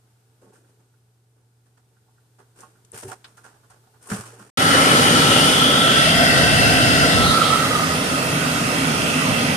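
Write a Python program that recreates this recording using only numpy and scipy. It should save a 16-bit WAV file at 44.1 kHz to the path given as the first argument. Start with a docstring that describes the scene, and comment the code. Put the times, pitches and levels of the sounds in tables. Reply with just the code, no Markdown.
"""Faint hum, soft brushing and metallic knocks; a brief silence; then roaring flames and rushing air.
An open gas furnace indoors: the transformer is a sine, hand and sleeve on wiring are shaped noise,
knocked sheet metal is a bank of decaying modes. Fire and air are noise coloured by cabinet resonances.
A handheld pair of microphones moves close to the control board, then up to the burners."""
import sys
import numpy as np
from scipy import signal
from scipy.fft import rfft, irfft
from scipy.io import wavfile
from scipy.ndimage import uniform_filter1d

SR = 44100
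rng = np.random.default_rng(int(sys.argv[2]) if len(sys.argv) > 2 else 0)


def transcribe(u):
    """Save the signal u as a 16-bit wav file named by the first command-line argument.

    u: samples, shape (n,) or (channels, n), limited to [-1, 1]; the rate is SR.
    q: integer samples, one column per channel.
    """
    v = np.clip(np.atleast_2d(u).T, -1, 1)
    q = np.round(v * 32767).astype(np.int16)
    wavfile.write(sys.argv[1], SR, q)


N = 421596
FRAME, HOP = 2048, 512  # samples
TIME_S = np.arange(N) / SR
FRAME_S = np.arange(N // HOP + 5) * HOP / SR
BIN_HZ = np.fft.rfftfreq(FRAME, 1 / SR)

ROOM_ENDS_S, FIRE_STARTS_S = 4.501, 4.573
HUM_HZ, HUM_RMS_DB = 119, -61.5
RING_SHORTENS = 0.35  # exponent: higher panel modes die sooner
FLARE_HOLD_S, FLARE_SETTLE_S = 0.9, 0.18
# rasp of the flames just after lighting
RASP_S, RASP_LENGTH_S, RASP_HZ, RASP_WIDTH_HZ, RASP_LIFT_DB = 4.73, 0.48, 1680, 990, 4
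BREEZE_DB_PER_HZ = -73  # between gusts, before the wind shape
FAN_NEAREST_S, FAN_SWELL_S = 9.3, 1.44
EDGE_HZ = 14450  # upper band limit

# room noise before panel and rustle: (frequency [Hz], density [dB per Hz])
ROOM_DENSITY = [(30, -109), (65, -99), (110, -89.5), (200, -99), (420, -98.5), (530, -104), (850, -104),
                (1100, -107), (1500, -106), (2000, -112), (7000, -112), (9000, -109), (11000, -115),
                (14500, -116)]
# hand activity among the wires: (time [s], lift [dB])
HAND_BUSY = [(0, 6), (.7, 5), (1.3, -9), (2.0, 2), (2.8, 14.5), (3.3, 21), (4.5, 20)]
# ringing of touched sheet metal: (frequency [Hz], width [Hz], lift [dB])
PANEL_RINGING = [(427, 24, 7.5), (756, 29, 5.5), (874, 30, 6.5), (1040, 84, -0.5), (1440, 32, 4),
                 (1610, 57, -2)]
# strokes of hand and sleeve over the wiring: (time [s], length [s], t60 before band stretch [s],
# level before band spread [dB], brightness [dB], lowest-band body [dB])
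RUB_STROKES = [(0.411, .025, 0.65, -64, -4.5, 13.5), (0.518, 0.053, .2, -66.5, 2, 4),
               (0.645, 0.057, 0.21, -70, -3, 4), (0.79, .015, .15, -68, -11, 7),
               (1.358, .015, 0.27, -72, -13, 13), (1.653, .015, .12, -67, -7, 0),
               (1.768, .018, .092, -63, -8, 0), (2.383, .018, 0.14, -52, -15, 2),
               (2.547, 0.085, 0.34, -57.5, -0.5, 4), (2.921, 0.055, .08, -47, 1, -4.5),
               (2.971, .02, 0.44, -54, 12, -13), (3.026, .009, .06, -42.5, -4, 4),
               (3.066, 0.039, 0.11, -52.5, 6.5, -3), (3.106, 0.025, 0.084, -40.5, -8.5, -4),
               (3.24, .012, 0.31, -55, -4, -7), (3.366, .012, 0.19, -55, -0.5, -11),
               (3.433, 0.021, 0.32, -49.5, -8, -5), (3.696, 0.018, 0.2, -52.5, -10, -17),
               (4.003, 0.072, 0.11, -58.5, 4, -1), (4.083, 0.065, 0.17, -35.5, -0.5, 0),
               (4.157, 0.016, 0.62, -42.5, 0.5, -3.5), (4.23, .018, .15, -52, -7, -4),
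               (4.376, 0.049, 0.22, -52, -2.5, 3)]
# friction bands: (low edge [Hz], high edge [Hz])
RUB_BANDS_HZ = [(170, 500), (500, 2000), (2000, 6500), (6500, 14000)]
# stroke's share in each friction band: (offset from level [dB], share of brightness [1])
RUB_BAND_SPREAD = [(-3.5, 0.36), (-1.5, 0.12), (-2, 0.68), (-1.5, 1)]
# spectrum shape of the rubbing noise: (frequency [Hz], relative density [dB])
RUB_SHAPE_DB = [(170, -7), (400, -5), (550, -2), (1000, 3), (1600, 1), (2100, -16), (3000, -18.5),
                (3800, -24.5), (5000, -19), (7000, -13.5), (9000, -3), (11000, -14.5), (14000, -14)]
# wires snapping against each other and the metal:
# (time [s], initial level [dB], pitch [Hz], width [Hz], t60 [s])
WIRE_TICKS = [(2.605, -41, 7700, 7000, 0.054), (2.848, -50, 6950, 9000, 0.036),
              (2.918, -31, 8700, 3000, 0.012), (3.243, -40, 3450, 5000, 0.087),
              (3.371, -58, 8000, 8000, .08), (3.701, -53, 9000, 6000, 0.055), (4.025, -48, 8900, 7000, 0.1),
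              (4.071, -41, 8800, 7000, 0.083), (4.115, -26.5, 1640, 1600, 0.075)]
# soft knocks on the cabinet: (time [s], level [dB], favoured pitch [Hz], t60 at that pitch [s])
CABINET_KNOCKS = [(.42, -46, 480, .12), (.426, -54, 990, 0.083), (.461, -56, 885, 0.13),
                  (.463, -49, 200, .15), (.497, -48, 423, 0.1), (.519, -56, 885, .14),
                  (.555, -55, 1535, .08), (.64, -63, 1600, 0.11), (.935, -63, 1450, 0.091),
                  (1.918, -57, 450, .08), (1.963, -58, 1530, .07), (2.08, -56, 900, .08),
                  (2.177, -56, 1500, .07), (2.389, -50, 380, 0.14), (2.607, -57, 600, .1),
                  (2.628, -39, 1090, 0.12), (2.753, -55, 1450, 0.072), (2.93, -31, 433, .07),
                  (2.937, -31, 150, .1), (3.028, -27, 560, 0.038), (3.044, -28, 115, 0.14),
                  (3.046, -29, 350, 0.2), (3.074, -25, 130, 0.1), (3.085, -34.5, 850, 0.11),
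                  (3.103, -33, 800, 0.063), (3.116, -30, 1350, .05), (3.124, -28, 760, 0.041),
                  (3.245, -36, 1530, 0.045), (3.376, -41, 1410, .07), (3.442, -45, 1490, 0.17),
                  (3.702, -50, 820, .1), (3.868, -52, 800, 0.082), (4.067, -41, 1090, .08),
                  (4.116, -11.5, 181, 0.12), (4.117, -28.5, 1550, 0.089), (4.165, -37, 1250, 0.15),
                  (4.19, -19, 151, .07), (4.232, -41, 115, 0.58), (4.234, -39, 1150, 0.1),
                  (4.325, -43.5, 450, .25), (4.393, -38, 1230, 0.062), (4.404, -35, 190, .1),
                  (4.42, -39, 1400, 0.054)]
# modes of the cabinet panels: (frequency [Hz], relative level [dB])
CABINET_MODES = [(116, 7.5), (170, -7), (199, 0.5), (290, -9), (383, 1.5), (460, -0.5), (590, 1), (760, 4),
                 (885, 0), (1090, -1), (1222, -4.5), (1400, 1), (1530, -1), (1647, -5), (1850, -3),
                 (2810, 4)]

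# microphone path: (time [s], closeness to board [0-1], turn towards burners [0-1])
MIC_PATH = [(4.57, 0, 0.06), (5.65, 0.08, 0.09), (6.15, 0.87, 0), (6.65, 0.93, 0), (7.14, 0.8, 0.02),
            (7.28, 0.2, 0.2), (7.48, 0.4, 0.58), (7.85, 0.6, 0.84), (8.2, 0.2, 0.95)]
# coherence of the two microphones: (frequency [Hz], coherence [0-1])
FIRE_COHERENCE = [(50, 0.81), (130, 0.99), (280, 0.88), (550, 0.68), (900, 0.78), (1400, 0.17),
                  (3100, 0.51), (5000, 0.21), (7500, 0.079), (14000, .03)]
ROOM_COHERENCE = [(50, 1), (150, 0.89), (450, 0.91), (900, 0.14), (2000, 0.041), (14000, 0.07)]
# stereo balance: (frequency [Hz], left minus right [dB])
BOARD_BALANCE_DB = [(60, -13), (110, 3), (200, -2.5), (380, 2), (750, -2), (1100, 0), (1500, -3),
                    (2360, 2.5), (4350, 0), (6500, 4.5), (9000, 16.5), (14800, 16.5)]
BURNER_BALANCE_DB = [(60, 2), (110, -1.5), (200, 0), (380, -3), (690, -2), (1280, -7), (2360, -6),
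                     (4350, -2.5), (6300, -5.5), (9000, 11), (14800, 3)]
RUB_BALANCE_DB = [(60, 2), (110, -1.5), (200, 1), (380, 0.5), (690, -7), (1280, -13.5), (2360, 0),
                  (4350, 0), (6500, -3), (9000, 12), (14800, 2)]
ROOM_BALANCE_DB = [(60, -15), (110, -2), (200, 0), (380, -0.5), (690, -5), (1280, -7), (2360, 1),
                   (4350, -1), (8030, 4), (14800, 4)]

# Rows by place: in front of the board, close to it, at the burners.
# running furnace: (rumble [dB], flame roar [dB], air rush [dB], gas hiss [dB])
FIRE_BANDS_DB = [(-3.5, 1.5, 1.5, 0.5), (4, 0.5, -1.5, 0.55), (-5, -4, -3, -3.5)]
# draught: (whistle pitch [Hz], level [dB], lag of left microphone [ms])
DRAUGHT_WHISTLE = [(1300, -26, -0.41), (1370, -25, -0.34), (1246, -32, 0.34)]

# centres of rumble, roar, rush and hiss: one value each [Hz]
FIRE_BAND_HZ = [70, 220, 800, 7000]
# lift of the fresh flames in those bands: one value each [dB]
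FLARE_LIFT_DB = [1.9, 3, 2.7, 2.85]
# turbulence before cabinet colour: (frequency [Hz], density [dB per Hz])
TURBULENCE_DENSITY = [(25, -65), (55, -67), (90, -49), (200, -52), (350, -54.5), (500, -52.5), (950, -57),
                      (1700, -56.5), (2300, -60), (3500, -57), (5000, -61.5), (7200, -66.5), (12000, -72),
                      (14500, -80.5)]
# cabinet resonances: (frequency [Hz], width [Hz], lift in front of board [dB],
# lift close to board [dB], lift at burners [dB])
CABINET_RESONANCES = [(156, 42, 8, 7.5, 10.5), (260.6, 69.5, 8, 11, 9.5), (530, 217, 2.5, 4, 1.5),
                      (696, 136, -2.5, 12, 2.5), (779, 38, 6.5, 0.5, -0.5), (1381, 187, 5.5, 8, 4.5),
                      (1546, 114, 0.5, 12.5, 2.5), (1675, 210, -1.5, -4.5, -2), (1940, 416, 2.5, 11.5, 3),
                      (2685, 140, -4.5, 15.5, 6.5), (2970, 320, 7, 6, -0.5), (3242, 73, -0.5, 6, 8),
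                      (3590, 1340, -1.5, 1.5, -4.5), (4520, 180, 3, 7.5, -5), (5040, 360, 0, 10, 0),
                      (9230, 1730, 8.5, 7, 6)]
# crossed beams of gas-jet hiss: (middle [s], length [s], pitch [Hz], width [Hz], lift [dB])
JET_BEAMS = [(5.306, .55, 3220, 650, 4.5), (5.816, 0.57, 3390, 560, 12), (7.304, 0.13, 3780, 850, 9.5),
             (7.473, 0.12, 3750, 1500, 7)]
# draught fan's bands: (frequency [Hz], width [Hz], lift [dB])
FAN_BANDS = [(232.4, 99, 4.5), (2700, 1100, 5)]
# passed whistling edges: (middle [s], length [s], pitch [Hz], width [Hz], level [dB],
# left minus right [dB], lag of left microphone [ms])
EDGE_WHISTLES = [(4.73, 0.59, 1318, 32, -19, 0.5, -.44), (5.267, .3, 1335, 22, -22, 6, -0.11),
                 (5.782, 0.37, 1340, 17, -20, -7.5, -.25), (7.437, 0.32, 1324, 22, -21, -10, -0.033),
                 (7.5, 0.25, 1225, 36, -25.5, -11, .06), (7.785, 0.13, 1232, 30, -24.5, -7, 0.18)]
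# gusts at the microphones: (middle [s], length [s], peak density before wind shape [dB per Hz])
WIND_GUSTS = [(6.627, 0.83, -44), (7.234, 0.14, -41.5), (9.317, 0.05, -47)]


def amp(db):
    """Decibels to gain."""
    return 10 ** (np.asarray(db) / 20)


def unit(x):
    """Scales to rms 1."""
    return x / np.sqrt(np.mean(x ** 2) + 1e-20)


def spectrum(points, hz=BIN_HZ):
    """Joins (Hz, value) points on a log-frequency axis."""
    f, value = np.transpose(points)
    return np.interp(np.log(hz + 1), np.log(f + 1), value)


def follow(rows, t_s=FRAME_S):
    """Interpolates the columns of a curve table at the given times."""
    s, *columns = np.transpose(rows)
    return np.array([np.interp(t_s, s, c) for c in columns])


def blend(position, anchors):
    """Weights (positions x anchors) that cross-fade between neighbouring anchors."""
    return np.transpose([np.interp(position, anchors, row) for row in np.eye(len(anchors))])


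def bump(hz, width_hz):
    """Bell of height 1 over the bins, half as high half a width off centre."""
    return 2 ** -((2 * (BIN_HZ - hz) / width_hz) ** 2)


def bell(middle_s, length_s):
    """Swell of height 1 over the frames, half as high half a length off centre."""
    return 2 ** -((2 * (FRAME_S - middle_s) / length_s) ** 2)[:, None]


def here(per_place):
    """Cross-fades one row per place as the microphones move: frames x columns."""
    close, turned = np.clip(follow(MIC_PATH), 0, 1)
    weights = np.transpose([(1 - close) * (1 - turned), close * (1 - turned), turned])
    return weights @ np.array(per_place)


def wander(t_s, top_hz):
    """Slow random drift of rms 1: sines of random phase."""
    rates_hz = np.geomspace(top_hz / 10, top_hz, 20)
    return unit(sum(np.sin(2 * np.pi * (f * t_s + rng.random())) / np.sqrt(f) for f in rates_hz))


def air(density_db, coherence, balance_db, lag_ms=0, direct_hz=750):
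    """Noise of a given density (dB per Hz, frames x bins) at two spaced microphones."""
    a, b, c, d = rng.standard_normal((4, len(FRAME_S), len(BIN_HZ)))
    same = np.clip(coherence, 0, 1)
    # bass comes from the whole cabinet; only higher sound has a direction
    directed = 1 - bump(0, 2 * direct_hz) ** 2
    turn = np.exp(2j * np.pi * BIN_HZ * directed * lag_ms / 1000)
    left = a + 1j * b
    right = same * left * turn + np.sqrt(1 - same ** 2) * (c + 1j * d)
    tilt = amp(balance_db)
    z = np.array([left * tilt, right]) * amp(density_db) * np.sqrt(2 / (1 + tilt ** 2))
    z = z.swapaxes(1, 2) * np.sqrt(3 * SR / HOP / 8)  # dB per Hz to STFT scale
    return signal.istft(z, nperseg=FRAME, noverlap=FRAME - HOP)[1][:, :N]


def panel():
    """Lift that the sheet metal gives to anything touching it, in dB over the bins."""
    return sum(db * bump(hz, width) for hz, width, db in PANEL_RINGING)


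def room(busy_share=0.26):
    """Faint room noise, coloured by the open cabinet, with the rustle of the moving arm."""
    density_db = spectrum(ROOM_DENSITY) + panel() + busy_share * follow(HAND_BUSY).T
    return air(density_db, spectrum(ROOM_COHERENCE), spectrum(ROOM_BALANCE_DB))


def transformer():
    """The core hums at twice the mains frequency, its level wavering slightly."""
    waver_db = .4 * wander(TIME_S, 5)
    return np.sqrt(2) * amp(HUM_RMS_DB + waver_db) * np.sin(2 * np.pi * HUM_HZ * TIME_S)


def fingers(rms_db=-71, t60_s=0.087, touches_per_s=20):
    """Fingers fidget with the wires: many soft, tiny touches that ring the panel."""
    touches = (rng.random(N) < touches_per_s / SR) * rng.uniform(.4, 1, N)
    t_s = np.arange(SR // 2) / SR
    ring = amp(-60 * t_s / t60_s) * (1 - np.exp(-t_s / .008))
    # touches add in power
    envelope = np.sqrt(abs(signal.oaconvolve(touches ** 2, ring ** 2)[:N]))
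    shape_db = spectrum([(200, -10), (800, -2), (1500, 0), (2100, -17), (9000, -21), (14000, -32)])
    density_db = shape_db + panel() + follow(HAND_BUSY).T
    noise = air(density_db, spectrum(ROOM_COHERENCE), spectrum(RUB_BALANCE_DB))
    return amp(rms_db) * unit(envelope * noise)


def rubbing(level_db=0, grain_db=2.0, rise_share=0.48):
    """Each stroke is grainy friction noise that swells, holds briefly and dies away in the cabinet."""
    shape_db = spectrum(RUB_SHAPE_DB) + panel()
    friction = rfft(air(shape_db, spectrum(ROOM_COHERENCE), spectrum(RUB_BALANCE_DB)))
    hz = np.fft.rfftfreq(N, 1 / SR) + 1
    t_s = np.arange(SR // 2) / SR
    power = np.zeros((len(RUB_BANDS_HZ), N))
    # t60 stretch per band: sheet metal rings on after the dry hiss of the contact
    lingers = np.array([1.6, 1.35, 1.23, 1.04])[:, None]
    offset_db, bright_share = np.transpose(RUB_BAND_SPREAD)[:, :, None]
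    lowest = np.eye(len(RUB_BANDS_HZ))[:, :1]
    for s, length_s, t60_s, db, bright_db, body_db in RUB_STROKES:
        rise = np.minimum(t_s / (rise_share * length_s), 1)
        decay = amp(-60 * np.maximum(t_s - length_s, 0) / (t60_s * lingers))
        band_db = db + offset_db + bright_share * bright_db + lowest * body_db
        power[:, round(s * SR):][:, :len(t_s)] += (amp(band_db) * rise * decay) ** 2
    bands = [unit(irfft(friction / (1 + (lo / hz) ** 8) / (1 + (hz / hi) ** 8), N))
             for lo, hi in RUB_BANDS_HZ]
    # surfaces catch and slip every few milliseconds
    grain = unit(uniform_filter1d(rng.standard_normal(N), size=220))
    catches = unit(amp(grain_db * grain))
    return amp(level_db) * catches * sum(band * np.sqrt(p) for band, p in zip(bands, power))


def ticks(rise_s=0.0008):
    """A wire snaps free: a burst of noise in one broad resonance that dies at once."""
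    out, t_s = np.zeros((2, N)), np.arange(SR // 4) / SR
    hz = np.fft.rfftfreq(len(t_s), 1 / SR)
    balance = amp(np.outer([.5, -.5], spectrum(RUB_BALANCE_DB, hz)))
    for s, db, tick_hz, width_hz, t60_s in WIRE_TICKS:
        resonance = balance / (1 + (2 * (hz - tick_hz) / width_hz) ** 2) ** 2
        noise = rfft(rng.standard_normal((2, len(t_s))))
        burst = unit(irfft(noise * resonance, len(t_s)))
        envelope = np.minimum(t_s / rise_s, 1) * amp(db - 60 * t_s / t60_s)
        out[:, round(s * SR):][:, :len(t_s)] += burst * envelope
    return out


def knocks(rise_s=0.0028, rise_cycles=1.0, reach_octaves=0.27, side_share=1.0):
    """A soft blow swings the panels for a few cycles, most of all the modes near its own pitch."""
    out, t_s = np.zeros((2, N)), np.arange(SR // 2) / SR
    hz, mode_db = np.transpose(CABINET_MODES)[:, :, None]
    rise = 1 - np.exp(-t_s / (rise_s + rise_cycles / hz))
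    swings = np.sin(2 * np.pi * hz * t_s) * rise
    balance = amp(side_share * np.outer([.5, -.5], spectrum(RUB_BALANCE_DB, hz[:, 0])))
    for s, db, blow_hz, t60_s in CABINET_KNOCKS:
        share = amp(mode_db) / (1 + (np.log2(hz / blow_hz) / reach_octaves) ** 2)
        rings = swings * amp(-60 * t_s / t60_s * (hz / blow_hz) ** RING_SHORTENS)
        blow = balance @ (share * rings) / np.linalg.norm(share)
        out[:, round(s * SR):][:, :len(t_s)] += amp(db) * blow
    return out


def buffeting(balance_db=-4):
    """Low wind rumble in a few gusts, unrelated at the two microphones."""
    shape_db = spectrum([(25, -24), (50, -15.0), (80, -4.0), (130, -0.5), (250, -14), (700, -44), (14000, -80)])
    gusts = sum(amp(db) * bell(s, length_s) for s, length_s, db in WIND_GUSTS)
    wind = amp(BREEZE_DB_PER_HZ) + gusts
    return air(shape_db + 20 * np.log10(wind), 0, balance_db)


def whistle(hz, width_hz, db):
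    """Power per Hz of one noisy resonance."""
    return amp(db) ** 2 / (1 + ((BIN_HZ - hz) / width_hz) ** 2) ** 2 / (width_hz * np.pi / 2)


def draught(coherence=0.8, balance_db=-3, width_hz=29):
    """Air drawn past edges sings in narrow, noisy resonances; passed edges swell from their own sides."""
    hz, db, lag_ms = here(DRAUGHT_WHISTLE).T[:, :, None]
    tones = [(whistle(hz, width_hz, db), balance_db, lag_ms)]
    for s, length_s, *tone, side_db, edge_lag_ms in EDGE_WHISTLES:
        tones.append((bell(s, length_s) * whistle(*tone), side_db, edge_lag_ms))
    # power-weighted side and lag per bin
    power = sum(p for p, _, _ in tones)
    mean_balance_db = sum(p * side_db for p, side_db, _ in tones) / power
    mean_lag_ms = sum(p * lag for p, _, lag in tones) / power
    return air(10 * np.log10(power), coherence, mean_balance_db, mean_lag_ms)


def burners(patch_db=1.5, far_coherence=0.67):
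    """Turbulent flame and air that flare and settle, coloured by the cabinet differently at each place."""
    lag_ms = here(DRAUGHT_WHISTLE)[:, -1:]
    lifts_db = sum(np.outer(lift_db, bump(hz, width)) for hz, width, *lift_db in CABINET_RESONANCES)
    # reflections between metal walls: fine mid-range ripple, different at each place
    ripple = unit(uniform_filter1d(rng.standard_normal(lifts_db.shape), size=3, axis=1))
    lifts_db = lifts_db + .9 * ripple * (1 - bump(0, 1200)) * bump(0, 12000)

    # flames flare, hold, then settle
    flare = np.clip(1 - (FRAME_S - FIRE_STARTS_S - FLARE_HOLD_S) / FLARE_SETTLE_S, 0, 1)
    band_db = here(FIRE_BANDS_DB) + np.outer(flare, FLARE_LIFT_DB)
    band_weights = blend(np.log(BIN_HZ + 1), np.log(FIRE_BAND_HZ))
    density_db = spectrum(TURBULENCE_DENSITY) + band_db @ band_weights.T + here(lifts_db)
    density_db += sum(db * bell(s, length_s) * bump(hz, width)
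                      for s, length_s, hz, width, db in JET_BEAMS)
    density_db += RASP_LIFT_DB * bell(RASP_S, RASP_LENGTH_S) * bump(RASP_HZ, RASP_WIDTH_HZ)
    # microphones swing towards the draught fan at the end
    fan_db = sum(db * bump(hz, width) for hz, width, db in FAN_BANDS)
    density_db += bell(FAN_NEAREST_S, FAN_SWELL_S) * fan_db
    # eddies come and go above the bass
    eddies = uniform_filter1d(rng.standard_normal(density_db.shape), size=7, axis=0)
    eddies = uniform_filter1d(eddies, size=16, axis=1)
    density_db += patch_db * unit(eddies) * (1 - bump(0, 1140))

    # beside the row of burners sound arrives from many directions
    at_burners = np.clip(follow(MIC_PATH)[1], 0, 1)[:, None]
    loss = at_burners * (1 - far_coherence) * (1 - bump(0, 1500))
    coherence = spectrum(FIRE_COHERENCE) * (1 - loss)
    board_db, burner_db = spectrum(BOARD_BALANCE_DB), spectrum(BURNER_BALANCE_DB)
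    balance_db = (1 - at_burners) * board_db + at_burners * burner_db
    return air(density_db, coherence, balance_db, lag_ms)


def scene(onset_dip_db=5, build_s=0.096):
    """Quiet work on the wiring, a brief silence, then the fire, which builds quickly."""
    work = room() + transformer() + fingers() + rubbing() + ticks() + knocks()
    idle = work * (TIME_S < ROOM_ENDS_S)
    age_s = np.maximum(TIME_S - FIRE_STARTS_S, 0)
    start = np.minimum(age_s / .001, 1)
    build = amp(-onset_dip_db * np.exp(-age_s / build_s))
    return idle + (burners() + draught() + buffeting()) * start * build


def record(dry):
    """Full-scale limit, then the band limit."""
    lowpass = signal.firwin(511, EDGE_HZ, window=("kaiser", 9), fs=SR)
    return signal.oaconvolve(np.clip(dry, -1, 1), lowpass[None], "same")


dry = scene()
out = record(dry)
transcribe(out)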